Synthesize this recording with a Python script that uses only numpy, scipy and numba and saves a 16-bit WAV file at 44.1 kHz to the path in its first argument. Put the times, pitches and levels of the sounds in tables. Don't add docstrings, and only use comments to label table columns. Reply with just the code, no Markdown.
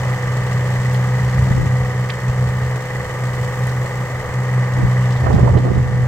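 import sys
import numpy as np
from scipy import signal
from scipy.fft import rfft, irfft
from scipy.io import wavfile
from scipy.ndimage import uniform_filter1d, map_coordinates
from numba import njit

SR = 44100
rng = np.random.default_rng(int(sys.argv[2]) if len(sys.argv) > 2 else 0)


def file_out(sig):
    cols = np.atleast_2d(sig).T
    lim = np.clip(cols, -1, 1)
    pcm = np.round(lim * 32767).astype(np.int16)
    wavfile.write(sys.argv[1], SR, pcm)


N = 267687
TIME = np.arange(N) / SR

# (time [s], firing rate [Hz])
ENGINE_SPEED = [(0, 62.7), (.35, 62.39), (.8, 62.65), (1.3, 62.78), (1.6, 63.76), (1.9, 62.33),
                (2.35, 62.68), (2.75, 62.9), (3.25, 62.4), (3.9, 62.74), (4.55, 62.82), (5.05, 62.27),
                (6.07, 62.19)]
# (time [s], level [dB])
DRONE_LEVEL = [(0, -20.5), (.4, -18.5), (.7, -17), (1.5, -15.5), (1.72, -17.5), (2.22, -22), (2.42, -14),
               (2.68, -23), (2.82, -21.5), (3.1, -28), (3.22, -20.5), (3.5, -23), (3.76, -17), (3.9, -21),
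               (4.28, -27.5), (4.58, -16.5), (5.45, -16), (6.07, -17)]
# (time [s], clatter level [dB], hiss level [dB])
BAY_LEVELS = [(0, -34.5, -46.5), (.8, -34.5, -46.5), (1.4, -34.5, -46.5), (1.8, -36, -48.5),
              (2.8, -36, -49), (3.7, -35.5, -47.5), (4.3, -35.3, -49.5), (5.1, -34.5, -47.5),
              (5.65, -38.5, -50), (6.07, -37.5, -51.5)]
# (multiple of the firing rate [-], level [dB])
EXHAUST_TONES = [(1, -34), (2, 2.5), (3, -13.5), (4, -28)]
# (multiple of the two-turn cycle rate [-], level [dB])
SINGING_TONES = [(17, -7.5), (20, -14.5), (21, -3.5), (24, 2.5), (26, -6), (27, -12), (36, -6), (40, -8.5),
                 (43, -22), (54, -19.5), (56, -4.5), (57, -7.5), (60, -10.5), (72, -11.5), (86, -13),
                 (88, -4.5)]
# (frequency [Hz], relative level [dB])
BLOCK_COLOUR = [(90, 4), (155, 11.5), (205, 2), (280, -4.5), (420, -0.5), (540, 4), (650, -3), (950, 1),
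                (1060, -2), (1200, -1), (1400, -7), (1650, -2), (1980, -1.5), (2300, -13), (3000, -37)]
# (frequency [Hz], relative level [dB])
HISS_COLOUR = [(1500, -21), (2400, 1), (3050, 2.5), (3500, -2), (4300, -1.5), (6500, -3.5), (7600, -2.5),
               (8500, -5), (9400, -12.5), (11000, -20), (12000, -12.5), (16000, -19)]
# (place in the cycle [0-1], knock [dB], injector tick [dB])
CYLINDER_BLOWS = [(0, -4.5, -4.5), (0.335, -2.5, -8.5), (0.665, -1, -3)]
# (time [s], hiss left minus right [dB], change of the treble [dB])
PHONE_TURN = [(0, 2, -1.5), (1.5, 1.5, -1), (3.7, 1.5, 2), (5.1, 1.5, -3), (5.5, 2, -7), (6.07, 0.5, -3)]
# (frequency [Hz], width of one filter pass [Hz], relative level [dB])
COVER_RESONANCES = [(1180, 110, -6), (1806, 56, -3.5), (1947, 254, 2)]
# (time [s], level [dB])
BREEZE_LEVEL = [(0, -33), (.7, -25), (1.2, -27), (1.56, -13.5), (1.75, -24), (2.1, -30), (4.6, -33),
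                (4.85, -23), (5.12, -26), (5.32, -17), (6.07, -23.5)]
# (frequency [Hz], relative level [dB])
EDDY_COLOUR = [(15, -30.5), (30, -23), (62, 0), (100, 3), (160, -6.5), (300, -25), (700, -53), (4000, -100)]
# (time [s], level [dB], time to fall by 60 dB [s], centre frequency [Hz], left minus right [dB])
ARM_KNOCKS = [(.054, -17, 0.022, 700, -2), (.468, -35.5, 0.024, 3000, 7), (.9385, -36, .022, 11200, 2),
              (.945, -38, .05, 3500, 14), (2.096, -25.5, 0.06, 2072, -6), (2.1025, -25, 0.023, 3500, -5),
              (2.296, -23, 0.028, 696.5, 1), (2.634, -42, 0.13, 3167, 1), (3.670, -38, 0.027, 8960, 0),
              (3.694, -33.5, 0.042, 4800, -2), (3.844, -19, .03, 480, -2), (5.108, -39, 0.056, 3300, 8),
              (5.124, -36, .07, 4500, 3), (5.163, -39.5, 0.1, 3400, 7), (5.328, -40, 0.15, 3880, -3),
              (5.573, -38, .1, 3100, 1), (5.748, -43, .07, 3600, 1)]
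# (frequency [Hz], relative level [dB], time to fall by 60 dB [s])
STEEL_RING = [(3080, 12.5, 0.088), (3640, -14, .07), (4060, -3, .05), (6261, -15, .05)]
# (start [s], hold [s], left level [dB], right level [dB], middle eddy rate [Hz])
GUST_LIST = [(1.51, .015, -14.5, -33, 300.1), (1.585, 0.032, -12.5, -31, 280),
             (4.795, 0.018, -29, -19, 402), (4.841, 0.026, -19, -15, 120), (5.267, 0.011, -25, -16, 655),
             (5.303, .006, -30, -13, 560), (5.345, 0.028, -23, -9.5, 402), (5.39, .01, -33, -15, 350),
             (5.435, 0.039, -25.5, -12, 480), (5.544, 0.042, -26, -12.5, 380.4),
             (5.65, 0.062, -24, -15.5, 400), (5.759, 0.029, -25, -8.5, 220), (5.857, 0.18, -26, -17, 162)]
# (frequency [Hz], relative level [dB])
GUST_COLOUR = [(15, -29), (40, -2), (90, 5), (180, -4), (400, -4), (900, -2.5), (1600, -5.5), (3000, -14),
               (8000, -52)]
# (time of the dip [s], left level [dB], right level [dB], frequency [Hz])
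THUMP_LIST = [(1.513, -2, -2, 131), (1.581, -6, -12, 100), (1.631, -7, -24, 70), (2.30, -15, -15, 55.2),
              (2.50, -22, -18, 55), (4.837, -23, -6, 90), (4.853, -1, -16, 70.4), (5.304, -25, -3, 170),
              (5.345, -19, 7, 130), (5.436, -24, 2.5, 149), (5.556, -12, 3, 140.3), (5.676, -31, -9, 200),
              (5.785, -16, -8, 79.8)]

PORT_LAG = 6
WAVER_DB, WAVER_RATE = -32.5, 22
GUST_ATTACK_S, GUST_RELEASE_S = 0.025, 0.039
TOP_HZ = 15900
SIDES = np.array([[1], [-1]]) / 2


def undb(db):
    return 10 ** (np.asarray(db) / 20)


def unit(x):
    return x / np.sqrt(np.mean(x ** 2))


def curves(table):
    s, *columns = np.transpose(table)
    return [np.interp(TIME, s, c) for c in columns]


def colour(x, points):
    hz, db = np.transpose(points)
    f = np.maximum(np.fft.rfftfreq(2 ** 19, 1 / SR), 1)
    gain = undb(np.interp(np.log(f), np.log(hz), db))
    return unit(irfft(rfft(x, 2 * len(f) - 2) * gain)[..., :N])


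def walk(rate):
    k = max(int(SR / rate), 1)
    held = np.repeat(rng.standard_normal(N // k + 1), k)[:N]
    return unit(uniform_filter1d(uniform_filter1d(held, k), k))


def ports(x, pan_db=0, count=PORT_LAG):
    late = np.pad(x, (count, 0))[:N]
    return np.array([x * undb(pan_db / 2), late * undb(-pan_db / 2)])


def blows(cycle, column, decay, scatter_db):
    out = 0
    for row in CYLINDER_BLOWS:
        count, age = np.divmod(cycle + 1 - row[0], 1)
        sizes = undb(row[column] + scatter_db * rng.standard_normal(size=256))
        shape = np.exp(-age / decay) - np.exp(-age / 0.0041)
        out = out + sizes[count.astype(int)] * shape
    return unit(out)


def each_cycle(cycle, size=2048, order=14):
    orders = np.arange(size // 2 + 1)
    partials = np.exp(2j * np.pi * rng.random(size // 2 + 1)) * (orders >= order)
    return unit(map_coordinates(irfft(partials), [cycle % 1 * size], order=3, mode="grid-wrap"))


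def lope(cycle, depth_db, place=0.75):
    return unit(undb(depth_db * np.cos(2 * np.pi * (cycle - place))))


def exhaust(cycle, flutter_db=0.75):
    level_db, = curves(DRONE_LEVEL)
    firing = cycle * len(CYLINDER_BLOWS)
    tones = 0
    for k, db in EXHAUST_TONES:
        flutter = undb(db + flutter_db * walk(25))
        tones = tones + flutter * np.sin(2 * np.pi * (k * firing + rng.random()))
    strength = undb(level_db) + undb(WAVER_DB) * walk(WAVER_RATE)
    return ports(unit(tones) * strength, pan_db=-0.1)


def clatter(cycle, level_db, block_db=6.5, steady=1.56, fresh=1.0, spread_db=-8, lope_db=0.8):
    knock = (steady + blows(cycle, column=1, decay=0.28, scatter_db=1.0)) * lope(cycle, lope_db)

    def shaken():
        return knock * (each_cycle(cycle) + fresh * rng.standard_normal(N))

    direct = ports(shaken(), count=3)
    scattered = np.array([shaken(), shaken()])
    return colour(direct + undb(spread_db) * scattered, BLOCK_COLOUR) * undb(level_db + block_db)


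def singing(cycle, level_db, tones_db=-1.5, waver_db=2.0, slip=0.0022):
    tones = 0
    for k, db in SINGING_TONES:
        phase = k * cycle + rng.random() + slip * k * walk(16)
        tones = tones + undb(db + waver_db * walk(18)) * np.sin(2 * np.pi * phase)
    level = undb(np.mean(level_db) + tones_db)
    return ports(tones * lope(cycle, depth_db=2.5, place=1.0) * level, count=3)


def panels(x, decay_s=0.0054, tail_db=-8, size=2048):
    tail = rng.standard_normal((2, size)) * np.exp(-np.arange(size) / SR / decay_s)
    smeared = signal.fftconvolve(x, unit(tail) / np.sqrt(size), axes=1)[:, :N]
    return x + undb(tail_db) * smeared


def hiss(cycle, level_db, hiss_db=7.5, steady=1.47, direct_db=-6, grain_db=0.7, top_hz=9000, shade_db=3):
    pan_db, top_db = curves(PHONE_TURN)
    tick = steady + blows(cycle, column=2, decay=0.2, scatter_db=2.55)
    tick = tick * undb(grain_db * walk(1500))
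    separate = rng.standard_normal((2, N))
    shared = ports(rng.standard_normal(N))
    air = colour(panels(tick * (separate + undb(direct_db) * shared)), HISS_COLOUR)
    top = signal.sosfiltfilt(signal.butter(2, top_hz, "high", fs=SR, output="sos"), air)
    turned = air + (undb(top_db + shade_db * SIDES) - 1) * top
    return turned * undb(level_db + hiss_db + pan_db * SIDES)


def rattle(cycle, level_db, rattle_db=-1.0, pan_db=-4, steady=0.94, fresh=0.6, decay=0.1, delay=.14, lope_db=2.6):
    force = steady + blows(cycle - delay, column=1, decay=decay, scatter_db=3.1)
    texture = each_cycle(cycle) + fresh * rng.standard_normal(N)
    jolt = force * lope(cycle, lope_db) * texture
    ring = 0
    for hz, width_hz, db in COVER_RESONANCES:
        b, a = signal.iirpeak(hz, hz / width_hz, fs=SR)
        twice = signal.lfilter(b, a, signal.lfilter(b, a, jolt))
        ring = ring + undb(db) * unit(twice)
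    return ports(unit(ring) * undb(level_db + rattle_db), pan_db)


def breeze(eddy_db=-2, apart_db=-14, puff_db=3, puff_rate=14):
    level_db, = curves(BREEZE_LEVEL)
    shared = rng.standard_normal(N)
    separate = rng.standard_normal((2, N))
    air = colour(shared + undb(apart_db) * separate, EDDY_COLOUR)
    return air * undb(level_db + eddy_db + puff_db * walk(puff_rate))


def knocks(ring_db=-20, sharpness=1.6, size=16384):
    out, t = np.zeros((2, N + size)), np.arange(size) / SR

    def fade(t60):
        return np.exp(-np.log(1000) * t / t60)

    for s, db, t60, hz, pan_db in ARM_KNOCKS:
        noise = rng.standard_normal((2, size)) + rng.standard_normal(size)
        widen = 1 + .5 / sharpness
        band = [hz / widen, min(hz * widen, SR / 2 - 1)]
        crack = unit(signal.lfilter(*signal.butter(2, band, "band", fs=SR), noise))
        ring = 0
        for f, g, d in STEEL_RING:
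            closeness = 1 / (1 + (f / hz - hz / f) ** 2)
            wave = np.sin(2 * np.pi * (f * t + rng.random((2, 1))))
            ring = ring + undb(g) * closeness * wave * fade(d)
        hit = crack * fade(t60) + undb(ring_db) * ring
        start = int(s * SR)
        out[:, start:start + size] += hit * undb(db + pan_db * SIDES)
    return out[:, :N]


def gust_shape(start, hold):
    build = np.minimum(TIME - start, 0) / GUST_ATTACK_S
    die = np.maximum(TIME - start - hold, 0) / GUST_RELEASE_S
    return np.exp(build - die)


@njit
def low_pass(x, hz, damping):
    y, band, low = np.empty(len(x)), 0., 0.
    for i in range(len(x)):
        g = np.tan(np.pi * hz[i] / SR)
        v = (band + g * (x[i] - low)) / (1 + g * (g + damping))
        y[i] = low + g * v
        band, low = 2 * v - band, 2 * y[i] - low
    return y


def gusts(gust_db=1, flap_db=2.0, swirl=0.2, damping=1.0):
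    starts, holds, *ports_db, rates_hz = np.transpose(GUST_LIST)
    shapes = np.array([gust_shape(s, hold) for s, hold in zip(starts, holds)])
    power = shapes ** 2 + 1e-12
    eddy_hz = rates_hz @ power / power.sum(axis=0)
    out = []
    for port_db in ports_db:
        air = colour(undb(flap_db * walk(200)) * rng.standard_normal(N), GUST_COLOUR)
        flapping = low_pass(air, eddy_hz * np.exp(swirl * walk(120)), damping)
        strength = np.sqrt(undb(port_db + gust_db) ** 2 @ power)
        out.append(flapping * strength)
    return np.array(out)


def thumps(thump_db=-2):
    out = np.zeros((2, N))
    for s, left_db, right_db, hz in THUMP_LIST:
        near = np.abs(TIME - s) < 2 / hz
        u = (np.pi * hz * (TIME[near] - s)) ** 2
        pressure = (2 * u - 1) * np.exp(-u)
        out[:, near] += pressure * undb(thump_db + np.array([[left_db], [right_db]]))
    return out


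def scene():
    firing_hz, = curves(ENGINE_SPEED)
    clatter_db, hiss_db = curves(BAY_LEVELS)
    unsteady_hz = firing_hz * (1 + 0.001211 * walk(15))
    cycle = np.cumsum(unsteady_hz) / SR / len(CYLINDER_BLOWS)
    block = clatter(cycle, clatter_db) + singing(cycle, clatter_db) + rattle(cycle, clatter_db)
    engine = exhaust(cycle) + block + hiss(cycle, hiss_db)
    return engine + breeze() + knocks() + gusts() + thumps()


def record(dry):
    rounded = dry / (1 + dry ** 6) ** (1 / 6)
    return signal.sosfilt(signal.ellip(10, .1, 80, TOP_HZ, fs=SR, output="sos"), rounded)


dry = scene()
out = record(dry)
file_out(out)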